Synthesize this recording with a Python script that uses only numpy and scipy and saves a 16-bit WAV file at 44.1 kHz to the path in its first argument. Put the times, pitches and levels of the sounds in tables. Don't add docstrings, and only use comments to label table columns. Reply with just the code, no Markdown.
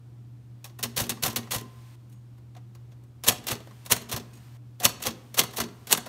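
import sys
import numpy as np
from scipy import signal
from scipy.fft import rfft, irfft, next_fast_len
from scipy.io import wavfile
from scipy.ndimage import uniform_filter1d, map_coordinates

SR = 44100
rng = np.random.default_rng(int(sys.argv[2]) if len(sys.argv) > 2 else 0)


def waveform_to_disk(signal):
    frames = np.transpose(np.atleast_2d(signal))
    scaled = np.clip(frames, -1, 1) * 32767
    samples = np.round(scaled).astype(np.int16)
    wavfile.write(sys.argv[1], SR, samples)


N = 268216

# click_s, click_db, bottoming_db
SPACE_PRESSES = [(.829, -28, -26), (1.0944, -25.5, -30), (1.3609, -24.5, -30)]
# catch_s, catch_db, catch_rise_ms, stop_s, stop_db, stop_rise_ms, stop_jolt_db,
# land_s, land_db, land_rise_ms, land_jolt_db
SPACE_RELEASES = [(.968, -32, 8.3, .9782, -25.5, 13, -32, 1.0036, -28, 13, -25.5),
                  (1.228, -32, 7, 1.2353, -23, 2.8, -30, 1.2658, -28, 21, -30),
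                  (1.5105, -33, 5, 1.5215, -28, 16, -40, 1.5485, -31, 25, -27.5)]
# lever_s, lever_db, lever_decay_s, platen_s, clatter_db, bright_db, clatter_decay_s,
# snap_db, ring_db, upper_modes_db, shove_db, escape_s, escape_db, jolt_db, jolt_hz
KEY_STRIKES = [(3.2377, -35, .15, 3.285, -15, 5, .06, -4, -41, -11, -30, 3.3226, -34.5, -28, 108),
               (3.8622, -39, .055, 3.9211, -13.5, 2.5, .04, -5.5, -47, -5, -38, 3.9654, -35, -27.5, 110),
               (4.8013, -37, .075, 4.8525, -10, -1.2, .04, -2.5, -35, -1.2, -38, 4.893, -37.5, -26.5, 109),
               (5.3433, -37, .075, 5.3922, -14, -.4, .055, -4, -37, -9.5, -28, 5.4377, -33.5, -33, 153),
               (5.871, -43, .11, 5.9269, -11, 1.2, .028, -2.2, -42, -8, -28, 5.9761, -30.5, -36, 135)]
# the columns of SPACE_RELEASES, then the typebar's ring_db
KEY_RELEASES = [(3.469, -33, 2.3, 3.487, -30, 28, -45, 3.5181, -28, 24, -28.5, -52),
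                (4.1157, -34, 2.2, 4.1275, -28, 17, -28, 4.164, -31, 4, -45, -58),
                (5.027, -36, 12, 5.0376, -34.5, 7, -45, 5.0715, -26.5, 30, -30.5, -58),
                (5.574, -34, 18, 5.585, -33, 16, -45, 5.603, -24, 5, -33, -46)]


def amp(db):
    return 10 ** (np.asarray(db) / 20)


def unit(x):
    return x / np.sqrt(np.mean(x ** 2) + 1e-20)


def along(points, hz):
    freqs, values = np.transpose(points)
    return np.interp(np.log(hz + 1), np.log(freqs + 1), values)


def filtered(x, response):
    size = next_fast_len(N + SR)
    return irfft(rfft(x, size) * response(np.fft.rfftfreq(size, 1 / SR)), size)[..., :N]


def noise(response):
    return unit(filtered(rng.standard_normal(N), response))


def modes(table):
    return lambda hz: sum((-1) ** k * amp(db) * 1j * hz * width / (pitch ** 2 - hz ** 2 + 1j * hz * width)
                          for k, (pitch, width, db) in enumerate(table))


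def wobble(rate_hz):
    knots = rng.standard_normal(int(N * rate_hz / SR) + 4)
    return map_coordinates(knots, [np.arange(N) * rate_hz / SR])


def ring(table, t, scatter_db):
    return sum(amp(db + scatter_db * rng.standard_normal() - 60 * t / t60) * np.sin(2 * np.pi * hz * t)
               for hz, db, t60 in table)


def room_tone():
    hum_levels = [(0, -48.5), (.25, -46.5), (.91, -46.5), (1.2, -48.5), (1.62, -46), (1.95, -48),
                  (2.74, -46), (3.2, -49), (3.5, -53), (3.74, -47.5), (4.1, -48.5), (4.68, -45.5),
                  (4.86, -50), (5.08, -53.5), (5.27, -49.5), (5.44, -47.5), (5.71, -51), (6.08, -49)]
    drone_bands = [(76, 10, -61.5), (196.6, 12, -65), (241.8, 4.8, -71.5), (288.8, 11, -67.5),
                   (343.8, 8, -71.5)]
    rumble_spectrum = [(13, -64.5), (22, -34.5), (90, -16.5), (101, -12.5), (122, -3.5), (136, -2),
                       (146, -25.5), (200, -17.5), (372, -28), (1500, -42), (1950, -77), (3300, -120)]
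    t, hum_hz = np.arange(N) / SR, 120
    hum_rms = amp(np.interp(t, *np.transpose(hum_levels)) + 1.1 * wobble(15))
    hum = np.sqrt(2) * hum_rms * np.sin(2 * np.pi * hum_hz * t + 0.17 * wobble(2))
    drones = sum(amp(db) * noise(modes([(hz, width, 0)])) for hz, width, db in drone_bands)
    rumble = noise(lambda hz: amp(along(rumble_spectrum, hz)) * (abs(hz - hum_hz) > 14))
    return hum + drones + amp(-59.5 + 1.2 * wobble(2.4)) * rumble


def hiss():
    hiss_spectrum = [(410, -30.5), (700, -3.5), (757, -2), (818, -6.5), (969, -3), (1050, -4.5), (1320, -7),
                     (3040, -9.5), (7640, -15.5), (9280, -14.5), (10400, -21), (13900, -16), (15600, -24.5)]
    lead_s, hold_s, lift_db = .008, .408, 10.2
    presses = [row[0] for row in KEY_STRIKES + SPACE_PRESSES]
    landings = [row[7] for row in KEY_RELEASES + SPACE_RELEASES]
    raised = np.zeros(N)
    for s in presses + landings:
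        raised[round((s - lead_s) * SR):round((s + hold_s) * SR)] = 1
    level_db = -71.7 + .8 * wobble(8.8) + lift_db * uniform_filter1d(raised, size=100)
    return amp(level_db) * noise(lambda hz: amp(along(hiss_spectrum, hz)))


def contacts():
    taps = [(.698, -58, 7, -10, -2), (.7925, -46, 9, 4, 4), (.809, -52.5, 6, -6, 2),
            (1.1735, -53, 7, -14, 6), (1.4327, -51, 6, -19, 3), (1.4731, -57.5, 7, -6, 10),
            (2.099, -69.5, 7, 7, -3), (2.1276, -66, 16, 5, -7), (2.382, -69, 10, 0, 7),
            (2.5507, -59, 3, -6, 4), (2.5684, -55.5, 9, -9, 3), (2.7512, -55.5, 5, -3, 0),
            (2.9215, -62.5, 12, -7, 2), (3.0384, -70, 3, 7, 2.5), (3.3564, -48, 6, -15, -5),
            (3.3825, -47.5, 6, -12, -19), (3.442, -50, 5.5, 0, -2.5), (3.6037, -52, 3, -4, 1.5),
            (3.6727, -56, 2, -5, 8), (3.7102, -56, 1.5, -9, 6), (3.8522, -53.5, 3, 5, -2),
            (4.0187, -46, 12, -1, -8.5), (4.0964, -39.5, 12, -.6, -4.5), (4.2055, -52, 5, -13, -4),
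            (4.335, -58, 7.5, 1.2, -6), (4.355, -62, 9, 3, -8), (4.3732, -57, 5.5, 0, -6),
            (4.55, -65.5, 7, 1.5, 5.5), (4.821, -43.5, 7.5, -3, 5.5), (5.005, -48, 10.5, -3, 3),
            (5.51, -51, 6, 0, -16), (5.54, -50, 24, 2.2, 4.5), (5.688, -53, 6, -15, 0),
            (5.899, -41, 17, 1.2, -.6), (6.0648, -45, 12, -1, 6)]
    finger = (.6438, -43, .12)
    touches = [(s, db, rise_ms, .04 + 3.5 * rise_ms / 1000, bright, knock, -6)
               for s, db, rise_ms, bright, knock in taps]
    levers = [(s, db, 2.4, decay_s, 1.8, -5, -18) for s, db, decay_s, *_ in [finger] + KEY_STRIKES]
    return touches + levers + space_bar_contacts() + key_contacts()


def space_bar_contacts():
    # lag_s, level_db, rise_ms, decay_s, bright_db, knock_db, thump_db
    settling = [(.025, -36, 2.6, .048, -7, -2.5, -8)]
    # lag_s, relative_db, rise_ms, decay_s, bright_db, knock_db, thump_db
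    bounces = [(-.013, -4, 10.5, .052, 2.5, 1.5, -15), (.015, -6.5, 7, .065, 4, -2, -6),
               (.035, -9.5, 6, .115, -1.2, -11, -6), (.064, -18.5, 5, .035, 5, 2.2, 3)]
    click, bottoming = (1.8, .07, 3, -10, -14), (9, .062, 1.2, -9, -21)
    out = []
    for s, click_db, bottoming_db in SPACE_PRESSES:
        out += [(s, click_db, *click), (s + .009, bottoming_db, *bottoming)]
        out += [(s + lag_s, *rest) for lag_s, *rest in settling]
    return out + fall_back(SPACE_RELEASES, bounces, catch=(.055, 4.5, -4, -15),
                           stop=(.085, 1.2, -8.5, -23), landing=(.07, 3.5, -2.2, -14))


def fall_back(releases, bounces, catch, stop, landing):
    out = []
    for row in releases:
        land_s, land_db = row[7:9]
        out += [(*row[0:3], *catch), (*row[3:6], *stop), (*row[7:10], *landing)]
        out += [(land_s + lag_s, land_db + db, *shape) for lag_s, db, *shape in bounces]
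    return out


def key_contacts():
    # lag_s, level_db, rise_ms, decay_s, bright_db, knock_db, thump_db
    swing = [(-.014, -30.5, 15, .075, 1.8, 1.2, -13), (-.005, -25, 10.5, .06, 7, -6, -12),
             (.0105, -26, 7, .036, 0, -3, -19)]
    # lag_s, relative_db, rise_ms, decay_s, bright_db, knock_db, thump_db
    bounces = [(-.016, -9, 17, .05, -5, 2.2, -5), (.013, -9, 8, .065, -4, -5, -6),
               (.036, -13, 6, .06, -10, -8, -1.5)]
    shove, escapement = (4, .03, -16, 0, -11), (6, .04, 3, 1.2, -12)
    out = []
    for row in KEY_STRIKES:
        platen_s, clatter_db, bright_db, decay_s = row[3:7]
        shove_db, escape_s, escape_db = row[10:13]
        out += [(platen_s, clatter_db, 1.6, decay_s, bright_db, -10.5, -25)]
        out += [(platen_s + .023, shove_db, *shove), (escape_s, escape_db, *escapement)]
        out += [(platen_s + lag_s, *rest) for lag_s, *rest in swing]
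    return out + fall_back(KEY_RELEASES, bounces, catch=(.05, 5, -5.5, -17),
                           stop=(.08, -1.2, -6.5, -16), landing=(.066, .4, -3.5, -15))


def envelope(part, stretch):
    power, t = np.zeros(N + SR), np.arange(-SR // 10, SR // 4) / SR
    for s, db, rise_ms, decay_s, bright_db, knock_db, thump_db in contacts():
        part_db = {"clack": 0, "tick": bright_db, "knock": knock_db, "thump": thump_db}[part]
        swell = np.clip(1 + 1000 * t / rise_ms, 0, 1) ** 2
        fade = amp(-60 * np.maximum(t, 0) / (stretch * decay_s))
        power[round(s * SR) - SR // 10:][:len(t)] += (amp(db + part_db) * swell * fade) ** 2
    return np.sqrt(power[:N])


def desk_pushes():
    force = np.zeros(N)
    for s, db, *_, thump_db in contacts():
        force[round(s * SR)] = amp(db + thump_db)
    return filtered(force, lambda hz: 1 / (1 + 1j * hz / 500) ** 2)


def linkage():
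    steel_spectrum = [(880, -40), (1500, -6.5), (1640, -8), (2290, -4.5), (2860, -1), (3100, -3),
                      (3350, -1.5), (4580, -2.5), (4910, -9), (5260, -3.5), (6720, -4), (7260, -7),
                      (10600, -8.5), (12300, -6), (15600, -12)]
    case_modes = [(499.6, 113, 1), (748, 170, 0.5), (1043, 214, 2), (1338, 420, -4), (1600, 150, -3),
                  (1974, 200, -6.5)]
    desk_modes = [(180, 18, -6), (234.9, 13, 2), (287, 24, -7), (338, 37, -5.5), (418, 40, -5.5)]
    chatter = unit(amp(1.46 * wobble(700)))
    low_share = lambda hz: 1 / (1 + (hz / 7000) ** 8)
    clack = noise(lambda hz: amp(along(steel_spectrum, hz)) * np.sqrt(low_share(hz)))
    tick = noise(lambda hz: amp(along(steel_spectrum, hz)) * np.sqrt(1 - low_share(hz)))
    steel = chatter * (envelope("clack", stretch=0.93) * clack + envelope("tick", stretch=0.82) * tick)
    knock = filtered(envelope("knock", stretch=1.37) * rng.standard_normal(N), modes(case_modes))
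    thump = filtered(desk_pushes(), modes(desk_modes))
    hollow = envelope("thump", stretch=6.4) * noise(modes(desk_modes))
    return steel + amp(-6) * hollow + amp(14) * knock + amp(56.5) * thump


def pings():
    thin_notes = [(1.096, 7380, -52, .25), (1.362, 6680, -56, .21), (2.11, 8500, -68, .3),
                  (2.125, 6720, -70, .28), (4.165, 13850, -44, .07), (4.335, 8550, -58, .2),
                  (4.337, 6720, -59, .2), (4.335, 2520, -57, .12)]
    spring_rings = [(1.24, -44), (1.365, -48), (1.55, -47)]
    cover_rings = [(2.562, -40, .06), (3.29, -28.5, .21), (3.925, -32, .16), (4.17, -41, .13),
                   (4.806, -33, .28), (4.856, -37, .19), (5.395, -35.5, .21), (5.975, -25, .065)]
    frame_hz, spring_hz, cover_hz = 232.5, 1036, 726
    space_bar_hits = [row[0] for row in SPACE_PRESSES] + [row[7] for row in SPACE_RELEASES]
    frame = [(s + .014, frame_hz, -38.5, .32) for s in space_bar_hits]
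    spring = [(s, spring_hz, db, .85) for s, db in spring_rings]
    cover = [(s, cover_hz, db, t60) for s, db, t60 in cover_rings]
    out, t = np.zeros(N + SR), np.arange(SR) / SR
    for s, hz, db, t60 in thin_notes + cover + spring + frame:
        onset = 1 - np.exp(-t * hz / 3)
        out[round(s * SR):][:len(t)] += onset * ring([(hz, db, t60)], t, scatter_db=1)
    return amp(2.5 * wobble(35)) * out[:N]


def jolts():
    stop_hz, landing_hz = 135, 114
    out = []
    for _, _, _, platen_s, *_, escape_s, escape_db, jolt_db, jolt_hz in KEY_STRIKES:
        out += [(platen_s - .0015, jolt_db, jolt_hz), (escape_s, escape_db - 6, stop_hz)]
    for _, _, _, stop_s, _, _, stop_db, land_s, _, _, land_db, _ in KEY_RELEASES:
        out += [(stop_s + .011, stop_db, landing_hz), (land_s + .003, land_db, landing_hz)]
    for _, _, _, stop_s, _, _, stop_db, land_s, _, _, land_db in SPACE_RELEASES:
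        out += [(stop_s, stop_db, stop_hz), (land_s + .011, land_db, landing_hz)]
    return out + [(s + .016, -37, landing_hz) for s, *_ in SPACE_PRESSES]


def thuds():
    out, t = np.zeros(N + SR), np.arange(SR // 5) / SR
    onset = 1 - np.exp(-t / 0.0088)
    for s, peak_db, hz in jolts():
        thud = onset * ring([(hz, 0, .06), (0.65 * hz, -13, .07)], t, scatter_db=4.5)
        out[round(s * SR):][:len(t)] -= amp(peak_db) * thud / abs(thud).max()
    return out[:N]


def typebars():
    snap_modes = [(2940, -3.5, .007), (3350, -3.5, 0.004), (6280, -6.5, .007), (7960, -3.5, .007),
                  (11810, -12, 0.0072), (13200, -11.5, .006)]
    bar_modes = [(4440, 4.5, .23), (6740, -1.5, .19), (11400, -16.5, .3), (12890, -11, .15)]
    rebound_s = .0023
    out, t = np.zeros(N + SR), np.arange(SR // 3) / SR
    for row in KEY_STRIKES:
        platen_s = row[3]
        snap_db, ring_db, upper_db = row[7:10]
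        snap = ring(snap_modes, t, scatter_db=0) * (1 - np.exp(-t / 0.00026))
        snap += amp(-8.5) * np.roll(snap, round(rebound_s * SR))
        bar = ring(bar_modes[:1], t, scatter_db=1) + amp(upper_db) * ring(bar_modes[1:], t, scatter_db=.5)
        out[round(platen_s * SR):][:len(t)] += amp(snap_db) * snap / abs(snap).max() + amp(ring_db) * bar
    for *_, land_s, _, _, _, ring_db in KEY_RELEASES:
        out[round(land_s * SR):][:len(t)] += amp(ring_db) * ring(bar_modes[:1], t, scatter_db=1)
    return out[:N]


def room_echoes(x):
    decay_times = [(150, 1), (600, 0.71), (2000, 0.44), (6000, 0.33), (15000, .18)]
    block, predelay = SR // 8, 300
    out = np.zeros(N + SR)
    for start in range(0, N, block):
        hz, t, spectrum = signal.stft(rng.standard_normal(SR // 2), SR, nperseg=256)
        fade = amp(-60 * t / along(decay_times, hz)[:, None])
        tail = signal.istft(spectrum * fade, SR, nperseg=256)[1]
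        wet = signal.fftconvolve(x[start:start + block], tail / np.linalg.norm(tail))
        out[start + predelay:][:len(wet)] += wet
    return out[:N]


def scene():
    machine = linkage() + typebars() + pings() + thuds()
    return (machine + amp(-17) * room_echoes(machine) + room_tone() + hiss())[None]


def record(dry):
    ceiling, bass_hz, treble_hz, cutoff_hz = .95, 22, 15700, 16850
    rounded = dry / (1 + abs(dry / ceiling) ** 6) ** (1 / 6)
    bass = lambda hz: (1j * hz / (bass_hz + 1j * hz)) ** 2
    excess_hz = lambda hz: np.maximum(hz - treble_hz, 0)
    treble = lambda hz: amp(-20 * (1 - np.exp(-excess_hz(hz) / 100)) - .015 * excess_hz(hz))
    return filtered(rounded, lambda hz: bass(hz) * treble(hz) * (hz < cutoff_hz))


dry = scene()
out = record(dry)
waveform_to_disk(out)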